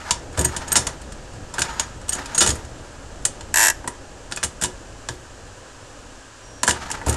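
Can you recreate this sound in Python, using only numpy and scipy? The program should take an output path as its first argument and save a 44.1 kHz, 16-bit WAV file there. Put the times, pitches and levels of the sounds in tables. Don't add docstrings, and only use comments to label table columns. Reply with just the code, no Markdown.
import sys
import numpy as np
from scipy import signal
from scipy.fft import rfft, irfft, next_fast_len
from scipy.io import wavfile
from scipy.ndimage import uniform_filter1d, minimum_filter1d

SR = 44100
rng = np.random.default_rng(int(sys.argv[2]) if len(sys.argv) > 2 else 0)


def persist_wave(psi):
    counts = np.round(np.clip(psi, -1, 1) * 32767).astype(np.int16)
    wavfile.write(sys.argv[1], SR, np.atleast_2d(counts).T)


N = 315756
TIME_S = np.arange(N) / SR
AGE_S = np.arange(SR // 4) / SR

# start_s, frame_db, steel_db, favoured_hz, contact_kind
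BLOWS = [ (0.1079, -21.5, -16, 930, "clank"), (.374, -29.5, -32, 1000, "clunk"),
         (.39, -30.5, -27.5, 1730, "thump"), (.411, -37.5, -30, 640, "clunk"),
         (.444, -30, -31, 1740, "click"), (.452, -29, -26, 950, "click"), (.563, -31, -27, 643, "scuff"),
         (.68, -45, -37, 1360, "clunk"), (.718, -29.5, -25, 1380, "click"), (.726, -34, -31, 905, "clang"),
         (0.7553, -16, -15, 1380, "clank"), (.762, -19, -10, 960, "slam"),
         (.867, -29, -24.5, 1016, "scuff"), (1.015, -50, -46.5, 1360, "clunk"),
         (1.12, -45, -43, 1630, "scuff"), (1.538, -36.5, -35, 980, "scuff"),
         (1.582, -22, -34, 1460, "clank"), (1.591, -32, -26, 960, "click"), (1.603, -43, -31, 640, "thump"),
         (1.618, -22.5, -20, 1500, "clank"), (1.796, -26, -22.5, 960, "clank"),
         (2.081, -41, -39, 1230, "scuff"), (2.091, -39, -28, 960, "click"),
         (2.121, -36, -32, 1730, "scuff"), (2.13, -40, -27.5, 1380, "click"),
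         (2.149, -41, -34, 1380, "thump"), (2.258, -45, -36.5, 2500, "clank"),
         (2.349, -31.5, -29.5, 970, "rattle"), (2.378, -28, -21, 1340, "rattle"),
         (2.406, -14, -5.5, 1400, "slam"), (2.414, -20, -15, 900, "clack"),
         (2.462, -23.5, -22.5, 945, "click"), (2.474, -28, -21.5, 1760, "clang"),
         (2.49, -35, -23, 1780, "clang"), (2.503, -35, -25, 1220, "clank"), (2.517, -36, -44, 640, "clang"),
         (2.554, -42, -41.5, 1230, "snap"), (3.2515, -29.5, -17.5, 8100, "snap"),
         (3.408, -41, -41, 2960, "clack"), (3.842, -32.5, -59, 950, "click"),
         (3.875, -26.5, -30, 967, "snap"), (4.312, -38.5, -42, 910, "click"),
         (4.3218, -30.5, -30, 1490, "clack"), (4.361, -48, -34, 1740, "snap"),
         (4.372, -31, -34, 2522, "clack"), (4.429, -25, -29, 1600, "clank"),
         (4.435, -28, -22.5, 905, "click"), (4.444, -34.5, -26.5, 8400, "snap"),
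         (4.612, -36.5, -31, 1640, "clunk"), (4.621, -27.5, -25.5, 640, "rattle"),
         (4.636, -29.5, -22.5, 8600, "snap"), (4.645, -28, -29.5, 968, "clack"),
         (4.655, -38, -30, 8000, "click"), (5.0871, -28.5, -30.5, 1560, "clack"),
         (6.632, -19, -20.5, 950, "clang"), (6.668, -38, -30, 7130, "snap"),
         (6.677, -16, -19.5, 1750, "clang"), (6.683, -16.5, -24, 953, "clang"),
         (6.692, -36, -21, 7500, "rattle"), (6.708, -24, -21.5, 1720, "clank"),
         (6.902, -30.5, -37, 900, "clang"), (6.914, -45, -27, 7600, "click"),
         (7.014, -31, -56, 960, "clang"), (7.062, -31.5, -33.5, 950, "thump"),
         (7.083, -32.5, -31, 640, "thump"), (7.094, -34, -28, 634, "click"),
         (7.125, -41, -33.5, 650, "clunk"), (7.141, -37, -35.5, 630, "click")]
# freq_hz, level_db
IRON_SPECTRUM = [(150, 2.5), (400, -4), (1000, -1.5), (1700, 5), (2300, -2.5), (3400, -6.5), (5200, -6.5),
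                 (7200, 3), (8700, -2), (10000, -6.5), (12000, -17.5)]


def knocks():
    # freq_hz, level_db, t60_s
    frame_modes = [(281.4, -15.5, 0.4), (361.9, -3.5, 0.31), (631.4, -3.5, 0.087), (910, -0.5, 0.045),
                   (970, -2, 0.067), (1052, -7.5, 0.045), (1202, -10, 0.09), (1390, 1, 0.036),
                   (1591, 2, 0.024), (1720, 0, 0.047), (1940, -4, 0.056), (2200, -9.5, 0.025),
                   (2515, -3.5, 0.028), (2926, -2, 0.026), (3450, -16, 0.081), (4290, -11, 0.045),
                   (5140, -2, 0.029), (6990, 1.5, 0.05), (7500, 4, 0.028), (7940, -10.5, 0.046),
                   (8100, -7, 0.058), (9460, -12, 0.059)]
    contacts = {"slam": (-4, 2, .0005, .045), "clank": (-10, -1, .0007, .047),
                "clang": (-7, 4, .0004, .068), "clack": (-5, -5, .0006, .038),
                "click": (-1, 4, .0007, .052), "snap": (-4, 9, .0007, .06), "scuff": (-1, 2, .003, .048),
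                "clunk": (6, 5, .002, .06), "thump": (10, 6, .002, .062), "rattle": (0, 4, .0008, .115)}
    rows = [(*row, *contacts[kind]) for *row, kind in BLOWS + rebounds() + loose_parts()]
    start_s, frame_db, steel_db, favoured_hz, weight_db, bright_db, contact_s, t60_s = np.transpose(rows)
    count, t60_s = len(rows), t60_s[:, None]
    offset_oct = np.log2(np.array(frame_modes)[:, 0] / favoured_hz[:, None])
    modes = ring(frame_modes, count, favour_db=10 * np.exp(-(offset_oct / .14) ** 2))
    dense = clatter(count)
    rods = ring(rod_modes(), count)
    crack = dense * fade(.8 * t60_s) + undb(-25) * rods
    clunk = band(undb(-20.5) * modes + dense * fade(2.3 * t60_s), 131, 777)
    frame = band(undb(-6) * modes + dense * fade(1.2 * t60_s), 700, 2200)
    clack = band(undb(-13.5) * modes + crack, 2814, 5880)
    tick = band(undb(-14) * modes + crack, 7500, 14700)
    return play(start_s, strike(clunk, frame_db + weight_db, contact_s + .001)
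                + strike(frame, frame_db + .97, contact_s / 2 + .0004)
                + strike(clack, steel_db - bright_db / 2, contact_s / 2)
                + strike(tick, steel_db + bright_db / 2 - 1, contact_s / 2))


def rebounds(count=3, gap_s=.014, loss_db=3.5):
    return [(start_s + (k + 1) * gap_s, frame_db - 12.5 - k * loss_db,
             steel_db - 20 - k * loss_db, hz, "click")
            for start_s, frame_db, steel_db, hz, kind in BLOWS if kind == "slam" for k in range(count)]


def loose_parts(count=14, spread_db=.5):
    when, size, place = rng.random((count, 3)).T
    start_s = (np.arange(count) + when) / count * N / SR
    level_db = handling_db(start_s) - 10.5 + spread_db * (2 * size - 1)
    return [(at_s, db, db, hz, "scuff") for at_s, db, hz in zip(start_s, level_db, 900 * 2 ** place)]


def clatter(count):
    return noise(IRON_SPECTRUM, count * len(AGE_S)).reshape(count, -1)


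def rod_modes(count=48, t60_s=.1):
    freq_hz = rng.uniform(2200, 11500, count)
    level_db = np.interp(freq_hz, *np.transpose(IRON_SPECTRUM))
    return np.column_stack([freq_hz, level_db, np.full(count, t60_s)])


def pings():
    start_s, frame_db, _, pitch_hz = np.transpose([row[:-1] for row in BLOWS])
    notes = np.sin(2 * np.pi * pitch_hz[:, None] * AGE_S) * fade(t60_s=.045)
    return play(start_s, strike(notes, frame_db - 11.5, contact_s=.0008))


def pawl():
    # start_s, low_db, high_db
    flicks = [(.393, -27, -26), (.41, -43, -27), (.447, -22, -16), (.679, -38, -42), (.719, -24, -24),
              (.726, -27, -17.5), (.761, -22, -19), (1.796, -22, -33), (2.092, -34, -20), (2.13, -24, -31),
              (2.347, -25, -34), (2.38, -18.5, -17.5), (2.391, -18.5, -43), (2.426, -30, -24),
              (2.471, -22.5, -42), (2.504, -27, -40), (7.095, -31, -23)]
    # freq_hz, level_db, t60_s
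    low_modes = [(6610, -5, .085), (6795, 0, .075), (7050, -9, .025)]
    high_modes = [(8400, -9, .02), (8575, 0, .045), (8670, -6, .03), (11720, -14, .05)]
    start_s, low_db, high_db = np.transpose(flicks)
    low = strike(ring(low_modes, len(flicks)), low_db + 2.5, contact_s=.0002)
    high = strike(ring(high_modes, len(flicks)), high_db + .5, contact_s=.00021)
    return play(start_s, low + high)


def ratchet(teeth=15, jitter_s=.0003, wheel_lag_s=.00085):
    # freq_hz, level_db, t60_s
    wheel_modes = [(362, -9, 0.042), (660, -14, 0.12), (914, 1.5, 0.044), (986, -5, 0.057),
                   (1360, -16, 0.031), (1663, 7, 0.045), (1750, 12.5, .024), (1917, 3, 0.05)]
    spring_modes = [(2350, -6, 0.013), (2710, -13.5, 0.06), (4830, -12, .012), (5440, -4.5, 0.027),
                    (5920, -2, 0.019), (6680, -4, .012), (7650, 2, 0.013), (7120, 11, 0.012),
                    (7830, 8.5, 0.012), (8180, 0.5, 0.019), (8300, -9, 0.012), (9260, -8, .015),
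                    (10600, 0, 0.014), (11460, 2.5, 0.021)]
    late, strong = rng.standard_normal((teeth, 2)).T
    start_s = tooth_times(teeth) + jitter_s * late
    force_db = np.r_[-2.5, np.zeros(teeth - 2), -2.5] + .8 * strong
    alike = clatter(1)
    wheel_rasp = band(alike + undb(-4) * clatter(teeth), 410, 2200) * fade(.07)
    spring_rasp = band(alike + clatter(teeth), 2300, 14000) * fade(.045)
    wheel = ring(wheel_modes, teeth, scatter=.12) + undb(-1) * wheel_rasp
    spring = ring(spring_modes, teeth, scatter=.3) + undb(2.5) * spring_rasp
    return (play(start_s + wheel_lag_s, strike(wheel, force_db - 18, contact_s=.0011))
            + play(start_s, strike(spring, force_db - 14.5, contact_s=.0008)))


def tooth_times(teeth, start_s=3.5402, length_s=.1585, end_speed_ratio=.42):
    progress = np.linspace(0, 1, 200)
    angle = np.cumsum(end_speed_ratio + (1 - end_speed_ratio) * np.sin(np.pi * progress))
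    return start_s + length_s * np.interp(np.linspace(angle[0], angle[-1], teeth), angle, progress)


def table_thuds(bounce_hz=74, twist_hz=118, attack_s=.0034):
    # start_s, level_db, t60_s
    thuds = [(.109, -30, 0.15), (.378, -19, 0.21), (.388, -17.5, 0.17), (.444, -29, 0.43),
             (.758, -29, 0.59), (1.599, -31, .25), (1.80, -36, .2), (2.41, -28, 0.36), (2.487, -22, 0.29),
             (2.516, -34, .47), (4.439, -30, .23), (4.634, -29.5, 0.16), (5.09, -36, 0.57),
             (6.682, -25, 0.25), (7.068, -16.5, 0.25), (7.081, -25, .48)]
    # freq_hz, level_db
    board_spectrum = [(40, -12), (75, -13), (115, 6), (190, -22), (290, -1), (380, -9), (520, -10),
                      (900, -30.5)]
    track, age_s = np.zeros(N), np.arange(SR) / SR
    for start_s, level_db, t60_s in thuds:
        swing = fade(t60_s, age_s) + undb(-19) * fade(1.7, age_s)
        bounce = -np.sin(2 * np.pi * bounce_hz * age_s)
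        twist = undb(-7) * np.sin(2 * np.pi * (twist_hz * age_s + rng.random()))
        boards = undb(-3) * noise(board_spectrum, SR) * fade(.85 * t60_s, age_s)
        onset = 1 - np.exp(-age_s / attack_s)
        add(track, start_s, undb(level_db + .5) * ((bounce + twist) * swing + boards) * onset)
    return track


def sliding():
    # start_s, hold_s, level_db
    travels = [(0, 0.099, -39), (0.382, 0.49, -36.5), (1.57, 0.24, -35), (2.14, 0.089, -35),
               (2.326, .22, -41), (6.752, 0.23, -36.5), (7.084, 0.065, -37)]
    # freq_hz, level_db
    rub_spectrum = [(200, -6.5), (400, -12), (700, -4.5), (920, 2.5), (1080, -6.5), (1250, 1), (1450, -2),
                    (1730, -2), (2100, -9), (3500, -14), (7000, -15.5), (11000, -29.5)]
    lever = sum(undb(db) * swell(start_s, hold_s, attack_s=.044, t60_s=.44)
                for start_s, hold_s, db in travels)
    creep = undb(handling_db(TIME_S) - 12)
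    slips_db = 2 * walk(70) + .5 * walk(400)
    return np.hypot(lever, creep) * undb(slips_db) * noise(rub_spectrum, N)


def thin_tones():
    # start_s, hold_s, pitch_hz, level_db
    tones = [(1.69, .04, 6830, -44), (6.46, .18, 5674, -51)]
    track = np.zeros(N)
    for start_s, hold_s, pitch_hz, level_db in tones:
        tone = np.sin(2 * np.pi * np.cumsum(pitch_hz + 5 * walk(30)) / SR)
        track += undb(level_db) * swell(start_s, hold_s, attack_s=.06, t60_s=.43) * tone
    return track


def handling():
    # freq_hz, level_db
    spectrum = [(20, -7), (45, -2), (75, -1.5), (150, -13), (350, -19), (700, -21.5), (1500, -75)]
    return undb(handling_db(TIME_S) + 2 * walk(13)) * noise(spectrum, N)


def handling_db(time_s):
    # time_s, level_db
    effort = [(0, -39.5), (1.2, -41), (2.6, -38.5), (3.3, -43), (4.8, -44), (5.5, -48.5), (6.5, -53),
              (6.8, -46)]
    return np.interp(time_s, *np.transpose(effort))


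def room(x, delay_s=.005, build_s=.0087):
    response, age_s = np.zeros(SR), np.arange(SR) / SR
    onset = np.clip((age_s - delay_s) / build_s, 0, 1)
    for lo_hz, hi_hz, t60_s, gain_db in [(103, 580, .69, -6.5), (680, 2240, .24, -11.5),
                                         (2200, 7240, .23, -14), (8000, 12000, .22, -19.5)]:
        tail = rng.standard_normal(SR) * fade(t60_s, age_s) * onset
        response += undb(gain_db) * band(tail / np.linalg.norm(tail), lo_hz, hi_hz)
    return signal.fftconvolve(x, response)[:N]


def room_tone():
    # freq_hz, level_db
    rumble_spectrum = [(20, -4), (32, 0.5), (46, 0.5), (60, -11), (80, -8.5), (110, -2.5), (170, -18),
                       (220, -13.5), (265, -7), (390, -12.5), (540, -8), (700, -14), (850, -11.5),
                       (1000, -50)]
    hiss_spectrum = [(700, -31), (950, 3.5), (1130, -1.5), (1260, 1), (1430, -1.5), (1650, 2), (2050, -9),
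                     (2900, -5), (3600, -10), (5500, -8.5), (7400, -5.5), (9000, -14), (11500, -27.5)]
    rumble = undb(-43 + 1.4 * walk(4.66)) * noise(rumble_spectrum, N)
    hiss = undb(-46 + .24 * walk(8.2)) * noise(hiss_spectrum, N)
    return rumble + hiss


def ring(modes, count, scatter=1, favour_db=0):
    freq_hz, level_db, t60_s = np.transpose(modes)[:, :, None]
    shapes = undb(level_db) * fade(t60_s) * np.exp(2j * np.pi * freq_hz * AGE_S)
    chance = scatter * (rng.random((count, len(modes), 2)) - .5)
    weights = undb(14 * chance[..., 0] + favour_db) * np.exp(2j * np.pi * chance[..., 1])
    return (weights @ shapes).imag


def strike(rings, level_db, contact_s):
    rise_s = np.maximum(np.reshape(contact_s, (-1, 1)), 1 / SR)
    rings = rings * (1 - np.exp(-AGE_S / rise_s)) ** 2
    power = np.sum(rings ** 2, axis=-1, keepdims=True) / (.01 * SR)
    return rings * undb(level_db)[:, None] / np.sqrt(power)


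def noise(spectrum, size):
    freq_hz, level_db = np.transpose(spectrum)
    count = next_fast_len(size)
    bins_hz = np.maximum(np.fft.rfftfreq(count, 1 / SR), 1)
    gain = undb(np.interp(np.log(bins_hz), np.log(freq_hz), level_db))
    x = irfft(rfft(rng.standard_normal(count)) * gain, count)[:size]
    return x / x.std()


def walk(rate_hz):
    hold = int(SR / rate_hz)
    steps = np.repeat(rng.standard_normal(N // hold + 1), hold)
    return 2 * uniform_filter1d(uniform_filter1d(steps, hold), hold)[:N]


def swell(start_s, hold_s, attack_s, t60_s):
    rise = np.clip(1 + (TIME_S - start_s) / attack_s, 0, 1)
    return rise * fade(t60_s, np.maximum(TIME_S - start_s - hold_s, 0))


def fade(t60_s, age_s=AGE_S):
    return np.exp(-np.log(1000) * age_s / t60_s)


def band(x, lo_hz, hi_hz):
    return signal.sosfilt(signal.butter(3, [lo_hz, hi_hz], "band", fs=SR, output="sos"), x)


def undb(db):
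    return 10 ** (np.asarray(db) / 20)


def add(track, start_s, sound):
    start = int(start_s * SR)
    track[start:start + len(sound)] += sound[:max(N - start, 0)]


def play(starts_s, sounds):
    track = np.zeros(N)
    for start_s, sound in zip(starts_s, sounds):
        add(track, start_s, sound)
    return track


def scene():
    machine = knocks() + pings() + pawl() + sliding() + thin_tones()
    teeth = ratchet()
    reflections = room(machine + undb(-5) * teeth)
    return (machine + teeth + reflections + table_thuds() + handling() + room_tone())[None]


def record(dry, ceiling=.72, cutoff_hz=12000):
    gain = np.minimum(1, ceiling / (np.abs(dry) + 1e-9))
    gain = uniform_filter1d(minimum_filter1d(gain, size=91), size=91)
    return signal.sosfilt(signal.ellip(10, .2, 70, cutoff_hz, fs=SR, output="sos"), dry * gain)


dry = scene()
out = record(dry)
persist_wave(out)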